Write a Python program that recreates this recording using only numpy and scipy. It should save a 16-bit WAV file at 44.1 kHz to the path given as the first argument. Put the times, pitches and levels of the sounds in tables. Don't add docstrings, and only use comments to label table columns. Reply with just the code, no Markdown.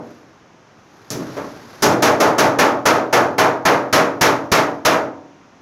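import sys
import numpy as np
from scipy import signal
from scipy.io import wavfile
from scipy.ndimage import uniform_filter1d

SR = 44100
rng = np.random.default_rng(int(sys.argv[2]) if len(sys.argv) > 2 else 0)


def transcribe(signal):
    frames = np.atleast_2d(signal).T
    limited = np.clip(frames, -1, 1)
    pcm = np.round(limited * 32767).astype(np.int16)
    wavfile.write(sys.argv[1], SR, pcm)


N = 247401
AGE_S = np.arange(int(0.85 * SR)) / SR
BAND_EDGES_HZ = 600 * (np.geomspace(1 + 25 / 600, 1 + 15800 / 600, 34) - 1)

# start_s, strength_db, boom_db, edge_db
LIGHT_KNOCKS = [(-0.06, -25, 11.5, -30), (1.104, -27, 18, 15), (1.155, -27, 18.5, -20),
                (1.368, -19.5, 4.5, -11)]
# start_s, thump_db, boom_db, edge_db
FULL_SWINGS = [(1.8221, -21, 5.5, 0.5), (2.0224, -9, -1.5, -2), (2.2004, -22, -2, -6.5),
               (2.3817, -14, 0, -3.5), (2.5864, 3, -2.5, -5), (2.8547, 4, -0.5, -2.5),
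               (3.127, -8, -2, -6.5), (3.381, -4, -4.5, -7), (3.652, 7, -4, -6.5), (3.9265, 12.5, .5, -2),
               (4.2104, 11, -2, 0), (4.5167, 12, -1, -.5), (4.8505, 7, -2.5, -2.5)]
CLANG_PER_EDGE, CLANG_PER_THUMP = 0.41, 0.13
LOSS_PER_EDGE = 0.24
SWELL_PER_BOOM_DB = 0.018
# start_s, strength_db, thump_db, boom_db, clang_db, edge_db, instant_share
BLOWS = [(start_s, strength, -2, boom, -3.5 + CLANG_PER_EDGE * edge,
          edge, 0.82 - SWELL_PER_BOOM_DB * boom)
         for start_s, strength, boom, edge in LIGHT_KNOCKS]
BLOWS += [(start_s, 0.68 - LOSS_PER_EDGE * edge, thump, boom,
           -1 + CLANG_PER_EDGE * edge + CLANG_PER_THUMP * thump, edge, 0.22 - SWELL_PER_BOOM_DB * boom)
          for start_s, thump, boom, edge in FULL_SWINGS]


def from_db(db):
    return 10 ** (np.asarray(db) / 20)


def at_hz(points, hz):
    freqs_hz, values = np.transpose(points)
    return np.interp(np.log(hz), np.log(freqs_hz), values)


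def bands(white):
    for k, (low_hz, high_hz) in enumerate(zip(BAND_EDGES_HZ, BAND_EDGES_HZ[1:])):
        sos = signal.butter(3, [low_hz, high_hz], "band", fs=SR, output="sos")
        yield np.sqrt(low_hz * high_hz), signal.sosfilt(sos, white[k % 2])


def coloured_noise(spectrum):
    white = rng.standard_normal((2, N))
    out = sum(from_db(at_hz(spectrum, hz)) * band for hz, band in bands(white))
    return out / np.std(out)


def place(sounds):
    pad = len(AGE_S)
    out = np.zeros(N + 2 * pad)
    for (start_s, *_), sound in zip(BLOWS, sounds):
        start = pad + round(start_s * SR)
        out[start:start + len(sound)] += sound
    return out[pad:pad + N]


def drive(hz):
    levels_db = [strength + at_hz([(250, boom), (900, 0), (2500, clang), (6000, edge)], hz)
                 for _, strength, _, boom, clang, edge, _ in BLOWS]
    return from_db(levels_db)[:, None]


def envelope(hz, t60_s):
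    # freq_hz, time_constant_s
    spread_times = [(60, 0.0075), (300, 0.063), (1100, 0.064), (2500, 0.024), (5000, 0.0047)]
    instant_share = np.clip(np.array(BLOWS)[:, -1:], 0, 1)
    swell = 1 - (1 - instant_share) * np.exp(-AGE_S / at_hz(spread_times, hz))
    return swell * from_db(-60 * AGE_S / t60_s)


def ringing(modes, level_db, scatter_db, detune):
    out = 0
    for hz, mode_db, t60_s in modes:
        louder, higher, phase = rng.uniform(-1.084, 1, (len(BLOWS), 3)).T[:, :, None]
        tone = np.sin(2 * np.pi * hz * (1 + detune * higher) * AGE_S + np.pi * phase)
        gain = drive(hz) * from_db(level_db + mode_db + scatter_db * louder)
        out += gain * tone * envelope(hz, t60_s)
    return place(out)


def burst(levels_db, low_hz, high_hz, decay_s):
    sos = signal.butter(2, [low_hz, high_hz], "band", fs=SR, output="sos")
    push = rng.standard_normal((len(BLOWS), len(AGE_S))) * (np.exp(-AGE_S / decay_s) + 1e-12)
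    return place(from_db(levels_db)[:, None] * signal.sosfilt(sos, push))


def panel_clatter(level_db, shared_power):
    # freq_hz, density_db
    spectrum = [(30, -38), (60, -44), (110, -12), (200, -6), (400, 0.5), (700, 1.5), (1300, 1.5),
                (2200, -5.5), (3600, -13.5), (5000, -14), (6300, -13), (8400, -30.5), (11500, -20.5),
                (15000, -31.5)]
    # freq_hz, t60_s
    ring_times = [(50, 0.94), (150, 0.62), (420, 0.62), (1100, 0.46), (2900, 0.33), (6000, 0.32),
                  (13000, 0.26)]
    shared = rng.standard_normal((2, 1, len(AGE_S)))
    own = rng.standard_normal((len(BLOWS), 2, len(AGE_S))).swapaxes(0, 1)
    white = np.sqrt(shared_power) * shared + np.sqrt(1 - shared_power) * own
    out = 0
    for hz, band in bands(white):
        gain = from_db(level_db + at_hz(spectrum, hz)) * drive(hz)
        out += gain * band * envelope(hz, at_hz(ring_times, hz))
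    return place(out)


def cabinet_ring():
    # pitch_hz, level_db, t60_s
    modes = [(97, -21.5, 0.98), (127.1, -10, 0.99), (161.5, -6.5, 0.4), (179.2, -5, 0.47),
             (241.2, -5.5, 0.89), (281.6, -0.5, 0.95), (310, -3, 0.89), (327.8, -2, 0.93), (369, 6.5, 0.27),
             (418, 3.5, 0.42), (406, -18, 0.34), (477.5, -0.5, 0.57), (483, 3, 0.56), (509, -17.5, 0.92),
             (581, 1.5, 0.68), (587, -1.5, 0.69), (635, 7, 0.54), (690, -9, 0.96), (744, -7, 0.88),
             (863, 0.5, 0.53), (873, 2.5, 0.4), (929, -11.5, 1), (1030, -22, 0.97), (1153, -14.5, 0.62),
             (1277, 0, 0.51), (1397, -0.5, 0.38), (1517, -0.5, 0.29), (1740, 5, 0.15)]
    return ringing(modes, level_db=-19, scatter_db=3, detune=0.006)


def cabinet_thump():
    levels_db = [strength + thump - 7 for _, strength, thump, *_ in BLOWS]
    return burst(levels_db, low_hz=68, high_hz=167, decay_s=0.016)


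def tool_ring():
    # pitch_hz, level_db, t60_s
    modes = [(2149, 0, .35), (2396, 1, .35), (3526, -3, .33), (4473, -4, .3), (5200, -3, .28),
             (5454, -1, .28), (5640, -1, .28), (5775, 0, .28), (6170, -2, .28), (6455, -2, .28)]
    return ringing(modes, level_db=-27, scatter_db=1, detune=0.0044)


def background(rms_db):
    # freq_hz, density_db
    spectrum = [(25, -27), (60, -5.5), (130, 3), (300, 2.5), (500, -2), (1100, -3), (2200, -11.5),
                (4400, -21.5), (6200, -15.5), (8000, -40), (12000, -40), (16000, -66)]
    return from_db(rms_db) * coloured_noise(spectrum)


def sleeve_rustle(uneven_db):
    # peak_s, level_db, rise_s
    arm_moves = [(.11, -50, 0.2), (1.3, -39.5, 0.14), (1.5, -41, 0.25), (1.775, -44, 0.056)]
    # freq_hz, density_db
    spectrum = [(40, -1), (130, 14.5), (500, 9), (1400, 8.5), (3000, -4.5), (6200, -1.5), (8500, -26),
                (11500, -10), (15500, -30)]
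    downswings = [(start_s - 0.1, -50.5, 0.13) for start_s, *_ in FULL_SWINGS]
    time_s = np.arange(N) / SR
    motion = 0
    for peak_s, level_db, rise_s in arm_moves + downswings:
        fall_s = 0.62 * rise_s
        swell = np.exp(-np.maximum((peak_s - time_s) / rise_s, (time_s - peak_s) / fall_s))
        motion += from_db(level_db) * swell
    catches = uniform_filter1d(rng.standard_normal(N), size=700)
    return motion * from_db(uneven_db * catches / np.std(catches)) * coloured_noise(spectrum)


def contact_tick():
    levels_db = [strength + 2 * edge - 15 for _, strength, *_, edge, _ in BLOWS]
    return burst(levels_db, low_hz=4400, high_hz=7500, decay_s=0.0013)


def scene():
    impacts = contact_tick() + cabinet_thump()
    panels = panel_clatter(level_db=7.5, shared_power=0.098) + cabinet_ring()
    mix = impacts + panels + tool_ring() + background(rms_db=-48.5) + sleeve_rustle(uneven_db=1.7)
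    return mix[None]


def limiter(x, ceiling_db, release_db_per_s):
    level_db = 10 * np.log10(np.maximum(uniform_filter1d(x ** 2, size=220), 1e-12))
    excess_db = np.maximum(level_db - ceiling_db, 0)
    recovery_db = release_db_per_s * np.arange(N) / SR
    cut_db = np.maximum.accumulate(excess_db + recovery_db, axis=-1) - recovery_db
    return x * from_db(-uniform_filter1d(cut_db, size=90))


def record(dry):
    clip_level, cutoff_hz = 0.95, 16650
    held = limiter(dry, ceiling_db=-10, release_db_per_s=92)
    rounded = held / (1 + (held / clip_level) ** 6) ** (1 / 6)
    return signal.sosfilt(signal.cheby2(14, 60, cutoff_hz, fs=SR, output="sos"), rounded)


dry = scene()
out = record(dry)
transcribe(out)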